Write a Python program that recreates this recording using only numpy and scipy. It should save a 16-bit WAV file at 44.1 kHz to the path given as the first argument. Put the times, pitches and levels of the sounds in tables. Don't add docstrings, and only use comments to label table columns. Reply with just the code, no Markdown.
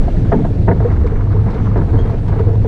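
import sys
import numpy as np
from scipy import signal
from scipy.io import wavfile

SR = 44100
rng = np.random.default_rng(int(sys.argv[2]) if len(sys.argv) > 2 else 0)


def to_linear_factor(level_db):
    exponent = np.asarray(level_db, float) / 20
    return 10 ** exponent


def unload_wav(signal):
    wavfile.write(
        sys.argv[1],
        SR,
        np.round(np.clip(np.atleast_2d(signal).T, -1, 1) * 32767).astype(np.int16),
    )


N = 117747
LEAD = 8192
M = N + LEAD
TIME_S = (np.arange(M) - LEAD) / SR
RISE_S = 0.002907


def unit(x):
    return x / np.sqrt(np.mean(x ** 2) + 1e-20)


def curve(rows):
    s, *columns = np.transpose(rows)
    return [np.interp(TIME_S, s, column) for column in columns]


def drift(rate_hz):
    pole = np.exp(-80 * np.pi * rate_hz / SR)
    noise = rng.standard_normal(M // 40 + 2002)
    slow = signal.lfilter([1], [1, -2 * pole, pole * pole], noise)[2000:]
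    return np.interp(np.arange(M) / 40, np.arange(len(slow)), unit(slow - slow.mean()))


def bandpass(x, order, low_hz, high_hz):
    return signal.sosfilt(signal.butter(order, [low_hz, high_hz], "band", fs=SR, output="sos"), x)


def ring(x, modes):
    out = 0
    for k, (hz, db, t60_s) in enumerate(modes):
        r = to_linear_factor(-60 / (max(t60_s, .005) * SR))
        w = 2 * np.pi * hz / SR
        mode = signal.lfilter([0, np.sin(w)], [1, -2 * r * np.cos(w), r * r], x + 1e-18)
        out = out + (-1) ** k * to_linear_factor(db) * mode
    return out


def coloured(spectrum, patchy_db, rate_hz):
    hz, db = np.transpose(spectrum)
    edges_hz = 14 * 2 ** np.arange(0, 10.1, 1 / 3)
    white = rng.standard_normal((2, M))
    out = 0
    for k, (low_hz, high_hz) in enumerate(zip(edges_hz, edges_hz[1:])):
        mid_hz = np.sqrt(low_hz * high_hz)
        if hz[0] < mid_hz < hz[-1]:
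            band = bandpass(white[k % 2], 2, low_hz, high_hz)
            band_db = np.interp(np.log(mid_hz), np.log(hz), db)
            out = out + band * to_linear_factor(band_db + patchy_db * drift(rate_hz))
    return unit(out)


def contacts(per_s, spread_db):
    hits = rng.random(M) < per_s / SR
    size = to_linear_factor(spread_db * np.minimum(rng.exponential(1, M), 3))
    return hits * size * rng.choice([-1, 1], M)


def soften(x):
    return signal.sosfilt(signal.butter(2, 2500, fs=SR, output="sos"), x)


def swell(s, length_s, rise_s=RISE_S):
    t = TIME_S - s
    return np.clip(t / rise_s, 0, 1) * np.exp(-(np.maximum(t, 0) / max(length_s, .003)) ** 2)


# (time [s], peak [dB], floor ring share [dB], contact length [s])
KNOCKS = [(.077, -16, -9.5, 0.018), (0.315, -8, 0.5, 0.0316), (0.378, -26, 2.5, 0.036),
          (0.439, -16, -17, 0.023), (0.674, -8, 1, 0.035), (0.708, -11, -10, 0.016),
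          (0.751, -19.5, 6.5, 0.0091), (0.793, -19, 0, 0.042), (0.842, -22, 5.5, 0.029),
          (0.9, -18.5, -11.5, 0.029), (1.039, -23.5, 5.5, 0.034), (1.106, -28, 8, 0.018),
          (1.31, -17, -17, 0.016), (1.346, -23, 1.5, 0.035), (1.458, -18, -3, 0.038),
          (1.572, -25, -9, 0.0087), (1.657, -23, -16.5, 0.022), (1.715, -30, -10, 0.02),
          (1.752, -11.5, -4.5, 0.041), (1.808, -20, -3, 0.024), (1.884, -21.5, 3.5, 0.029),
          (1.926, -16, 1.5, 0.038), (1.979, -20, 3, 0.027), (2.09, -23, -9, 0.035),
          (2.127, -20.5, 6, 0.013), (2.276, -19.5, -11.5, .025), (2.316, -18.5, -20, 0.026),
          (2.388, -19.5, 2, 0.019), (2.458, -24.5, 7.5, 0.082), (2.538, -22, 0, 0.014),
          (2.64, -20.5, 3, .03)]
# (frequency [Hz], level [dB], t60 [s])
CHASSIS = [(189, -5.5, 0.057), (266, -6.5, 0.068), (330.4, -3.5, 0.04), (539, -9, 0.035),
           (665, -8.5, 0.056), (803, -10, 0.031), (924, -9.5, .04), (1233, -12, 0.013),
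           (1497, -16.5, 0.024), (1670, -15.5, 0.022), (1980, -18.5, 0.012)]
# (frequency [Hz], level [dB], t60 [s])
FLOOR_RING = [(399.8, -5.5, 0.15), (442.5, 0, 0.12), (477, 0, 0.067)]
CHASSIS_DB, FLOOR_DB, FIRST_BLOW_DB = -3, -8.5, -2
WEAK_KNOCK_SLOWS = 0.55


def knocks():
    scuffle = unit(contacts(per_s=3000, spread_db=3.0)) * 0.09
    starts = ((np.array(KNOCKS)[:, 0] + RISE_S) * SR).astype(int) + LEAD
    blows = np.bincount(starts, minlength=M)
    grit = soften(scuffle + to_linear_factor(FIRST_BLOW_DB) * blows)
    solid, hollow = 0, 0
    for s, db, floor_db, length_s in KNOCKS:
        rise_s = RISE_S * to_linear_factor(-WEAK_KNOCK_SLOWS * (db + 8.5))
        shape = to_linear_factor(db) * swell(s, length_s, rise_s)
        solid = solid + shape
        hollow = hollow + to_linear_factor(floor_db) * shape
    return to_linear_factor(CHASSIS_DB) * ring(grit * solid, CHASSIS) + to_linear_factor(FLOOR_DB) * ring(grit * hollow, FLOOR_RING)


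# (time [s], frequency [Hz], level [dB], length [s])
THUDS = [(.172, 181, -7.5, 0.011), (0.35, 188, -9.5, 0.0305), (0.35, 242, -10.5, 0.044),
         (0.39, 300, -18, 0.027), (0.68, 172, -13, 0.056), (0.71, 390, -14, 0.019), (0.92, 84, -13, 0.028),
         (0.98, 69.6, -5, 0.048), (1.775, 372, -15.5, 0.023), (2.4, 456, -20, 0.031),
         (1.343, 445, -20.5, 0.05), (.848, 480, -10, .024), (.692, 472, -16, 0.023), (.7, 330, -15, .02),
         (.795, 420, -18, .015), (.14, 620, -25, .02), (1.46, 200, -17, .04), (0.35, 870, -25.5, 0.018),
         (.68, 923, -15, 0.012), (0.42, 690, -28, 0.016), (.079, 678, -14.5, 0.011),
         (.318, 670, -12, 0.024), (.447, 662, -16.5, 0.012), (.679, 658, -10, 0.02),
         (1.042, 475, -16, 0.024), (1.757, 620, -23.5, 0.024), (1.758, 387, -15.5, 0.013),
         (1.79, 150, -14, .04), (.33, 400, -14, 0.022), (2.465, 470, -20, 0.028), (.815, 440, -18, .02),
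         (.88, 440, -21, .02), (1.895, 450, -21, .025), (1.942, 440, -19, .025), (1.985, 450, -17, .03),
         (2.05, 450, -23, .02), (2.135, 450, -19, .015), (2.36, 440, -22, .025), (2.53, 450, -21, .03),
         (2.645, 480, -19, .02), (.715, 600, -16, .01), (.19, 300, -17, .02)]


def thuds():
    out = 0
    for s, hz, db, length_s in THUDS:
        out = out + to_linear_factor(db) * swell(s, length_s) * np.sin(2 * np.pi * hz * (TIME_S - s))
    return out


# (time [s], frequency [Hz], level [dB])
DRONE = [(0, 91.46, -22.5), (.13, 108.4, -26), (.2, 112.3, -14), (.3, 107.9, -16.5), (.36, 110.8, -28.5),
         (.56, 100.6, -17.5), (.79, 110.4, -17), (.9, 91.47, -12), (1.08, 90.8, -21), (1.25, 101.7, -15.5),
         (1.42, 103, -11), (1.5, 105.6, -16.5), (1.7, 103.3, -13), (1.79, 102.1, -17), (1.96, 104.7, -10),
         (2.05, 106.1, -17), (2.5, 102.9, -11.5), (2.67, 103.3, -17)]
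SKIRT_HZ, SKIRT_DB, SINE_DB = 32, -3, -2.5


def drone():
    hz, db = curve(DRONE)
    phase = 2 * np.pi * np.cumsum(hz) / SR
    skirt = drift(SKIRT_HZ) * np.sin(phase) + drift(SKIRT_HZ) * np.cos(phase)
    tone = np.sqrt(2) * np.sin(phase)
    return to_linear_factor(db) * (to_linear_factor(SINE_DB) * tone + to_linear_factor(SKIRT_DB) * skirt)


# (time [s], peak [dB], frequency [Hz])
RAPS = [(.168, -32, 1700), (.248, -31.5, 1310), (.322, -18, 1480), (.385, -26, 700), (.683, -19, 1597),
        (0.711, -21, 1703), (.728, -33, 1305), (.8, -31.5, 1490), (.82, -30.5, 1100), (.846, -31, 1400),
        (.886, -28.5, 1102), (.897, -33, 1902), (.91, -29.5, 1698), (.918, -26, 1050), (.936, -27, 1150),
        (.962, -32.5, 1600), (1.06, -24, 952.6), (1.068, -29, 1895), (1.094, -30.5, 1104),
        (1.127, -29.5, 795), (1.152, -34, 1690), (1.193, -30.5, 1100), (1.204, -27, 1199),
        (1.216, -29.5, 1150), (1.268, -27.5, 900.6), (1.303, -32.5, 1144), (1.326, -27, 1253),
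        (1.346, -29, 820), (1.36, -28, 940), (1.386, -30.5, 1148), (1.434, -28.5, 756), (1.53, -26, 800.5),
        (1.601, -30, 900), (1.67, -22, 1149), (1.694, -30, 900), (1.711, -27, 1070), (1.737, -26, 1000),
        (1.762, -26, 1480), (1.778, -28, 1100), (1.814, -24, 1251), (1.874, -32, 749.6), (1.965, -24, 1002),
        (2.093, -25.5, 899), (2.259, -30, 761), (2.283, -27.5, 900), (2.317, -27, 900), (2.327, -29, 1400),
        (2.361, -28.5, 750), (2.392, -26, 990), (2.466, -26.5, 700), (2.551, -26, 911.5),
        (2.643, -25.5, 700)]
RAP_S, RAP_SPREAD = .009, 1.226


def raps():
    out = np.zeros(M + SR)
    span_s = np.arange(2048) / SR
    shape = np.sin(np.pi * np.clip(span_s / (2 * RAP_S), 0, 1)) ** 2
    for s, db, hz in RAPS:
        grit = rng.standard_normal(len(span_s))
        burst = bandpass(grit * shape, 3, hz / RAP_SPREAD, hz * RAP_SPREAD)
        i = int((s - RAP_S / 2) * SR) + LEAD
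        out[i:i + len(span_s)] += to_linear_factor(db) * burst / np.abs(burst).max()
    return out[:M]


# (time [s], level [dB])
CHATTER = [(0, -41.5), (.12, -45.5), (.3, -43.5), (.5, -47), (.64, -57.5), (.78, -41.5), (.95, -38),
           (1.01, -40.5), (1.12, -38), (1.3, -43.5), (1.42, -41.5), (1.55, -34.5), (1.86, -44.5),
           (2.05, -37), (2.23, -45), (2.4, -36), (2.58, -50.5), (2.67, -39.5)]
CHATTER_CHASSIS_DB, CHATTER_FLOOR_DB = -8.5, 4


def chatter(db):
    links = soften(contacts(per_s=300, spread_db=3.0))
    clumps = drift(38.0)
    even = np.clip(links / np.abs(links).max(), -.15, .15)
    rattle = unit(ring(links * to_linear_factor(5.8 * clumps), CHASSIS))
    hum = unit(ring(even * to_linear_factor(2.5 * clumps), FLOOR_RING))
    return to_linear_factor(db + CHATTER_CHASSIS_DB) * rattle + to_linear_factor(db + CHATTER_FLOOR_DB) * hum


# (time [s], peak [dB])
TICKS = [(0.446, -54), (.799, -53.5), (1.063, -49), (1.319, -56), (1.502, -49), (1.539, -50),
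         (1.768, -50.5), (2.10, -53.5), (2.179, -55), (.915, -53.5), (2.278, -48), (2.388, -50)]
TICK_S, TICK_DB = .022, 2


def ticks():
    noise = unit(bandpass(rng.standard_normal(M), 3, 900, 4800))
    return noise * sum(to_linear_factor(db + TICK_DB) * swell(s, TICK_S) for s, db in TICKS)


# (time [s], length [s], frequency [Hz], level [dB])
SQUEAKS = [
    (1.975, .024, 3095, -48),
    (1.987, .024, 3255, -40),
    (2.011, .014, 3235, -48),
    (2.025, .11, 3225, -56),
    (2.071, .014, 3220, -48),
    (1.895, .016, 3750, -55),
    (2.125, .02, 2420, -47),
    (2.177, .012, 3050, -52),
    (1.065, .025, 7800, -66),
]
OCTAVE_DB = -17


def squeaks():
    t = np.arange(M) / SR
    out = 0
    for s, length_s, hz, db in SQUEAKS:
        tone = np.sin(2 * np.pi * hz * t) + to_linear_factor(OCTAVE_DB) * np.sin(4 * np.pi * hz * t)
        out = out + to_linear_factor(db) * swell(s, length_s) * tone
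    return out


# (frequency [Hz], level [dB peak])
WHINE = [(5426, -75), (6013, -71), (6600, -79), (8936, -84), (9049, -85), (9103, -83)]
WHINE_SWAY_DB = 4


def whine():
    t = np.arange(M) / SR
    return sum(to_linear_factor(db + WHINE_SWAY_DB * drift(7.0)) * np.sin(2 * np.pi * hz * t) for hz, db in WHINE)


SHUDDER_HZ, SHUDDER_DB, SHUDDER_WANDER_HZ = 29, -25, 3.5


def shudder():
    level = to_linear_factor(SHUDDER_DB + 1.2 * drift(2.4))
    hz = SHUDDER_HZ + SHUDDER_WANDER_HZ * drift(4.2)
    return level * np.sqrt(2) * np.sin(2 * np.pi * np.cumsum(hz) / SR)


# (frequency [Hz], density [dB per Hz])
RUMBLE = [(8.8, -32), (15, -0.5), (38, 2.5), (100, -6), (173, -8.5), (345, -19.5), (446, -19.5),
          (516, -27.5), (700, -27), (910, -62), (1540, -120)]
# (time [s], level [dB])
GUST = [(0, 7), (.12, 0.5), (.3, 3.5), (.7, 2.5), (1.05, 0), (1.2, -1.5), (1.5, -1.5), (2.0, 1.8),
        (2.25, -2), (2.67, 0)]
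RUMBLE_DB = -15.5


def rumble():
    gust_db, = curve(GUST)
    return to_linear_factor(RUMBLE_DB + gust_db) * coloured(RUMBLE, patchy_db=0.2, rate_hz=24.0)


# (frequency [Hz], density [dB per Hz])
HISS = [(650, -1.5), (1100, -6.5), (1600, -13), (2300, -18), (2900, -41), (3600, -43)]
HISS_DB, RATTLE_DB, RATTLE_HZ = -42, 2, 51


def hiss(links_db):
    level_db = HISS_DB + links_db - links_db.mean() + RATTLE_DB * drift(RATTLE_HZ)
    return to_linear_factor(level_db) * coloured(HISS, patchy_db=.7, rate_hz=29.0)


# (frequency [Hz], density [dB per Hz])
AIR = [(1500, 5), (2500, -0.5), (3000, -3.5), (4000, -3), (5300, -12), (8000, -16.5), (11000, -26),
       (13500, -34)]
# (time [s], level [dB])
AIR_LEVEL = [(0, -46.5), (.4, -47.5), (.7, -50), (1.2, -52.5), (1.5, -50.5), (2.0, -50), (2.3, -50.5),
             (2.67, -50.5)]


def air():
    air_db, = curve(AIR_LEVEL)
    return to_linear_factor(air_db + 0.2 * drift(16.0)) * coloured(AIR, patchy_db=1.5, rate_hz=9.0)


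def scene():
    links_db, = curve(CHATTER)
    impacts = knocks() + thuds() + raps() + ticks()
    chain = drone() + chatter(links_db)
    wheels = squeaks() + whine()
    background = shudder() + rumble() + hiss(links_db) + air()
    return (impacts + chain + wheels + background)[None, LEAD:]


def band_limit(x):
    return signal.sosfilt(signal.butter(12, 12900, fs=SR, output="sos"), x)


def record(dry):
    mix = np.tanh(dry)
    return band_limit(mix)


dry = scene()
out = record(dry)
unload_wav(out)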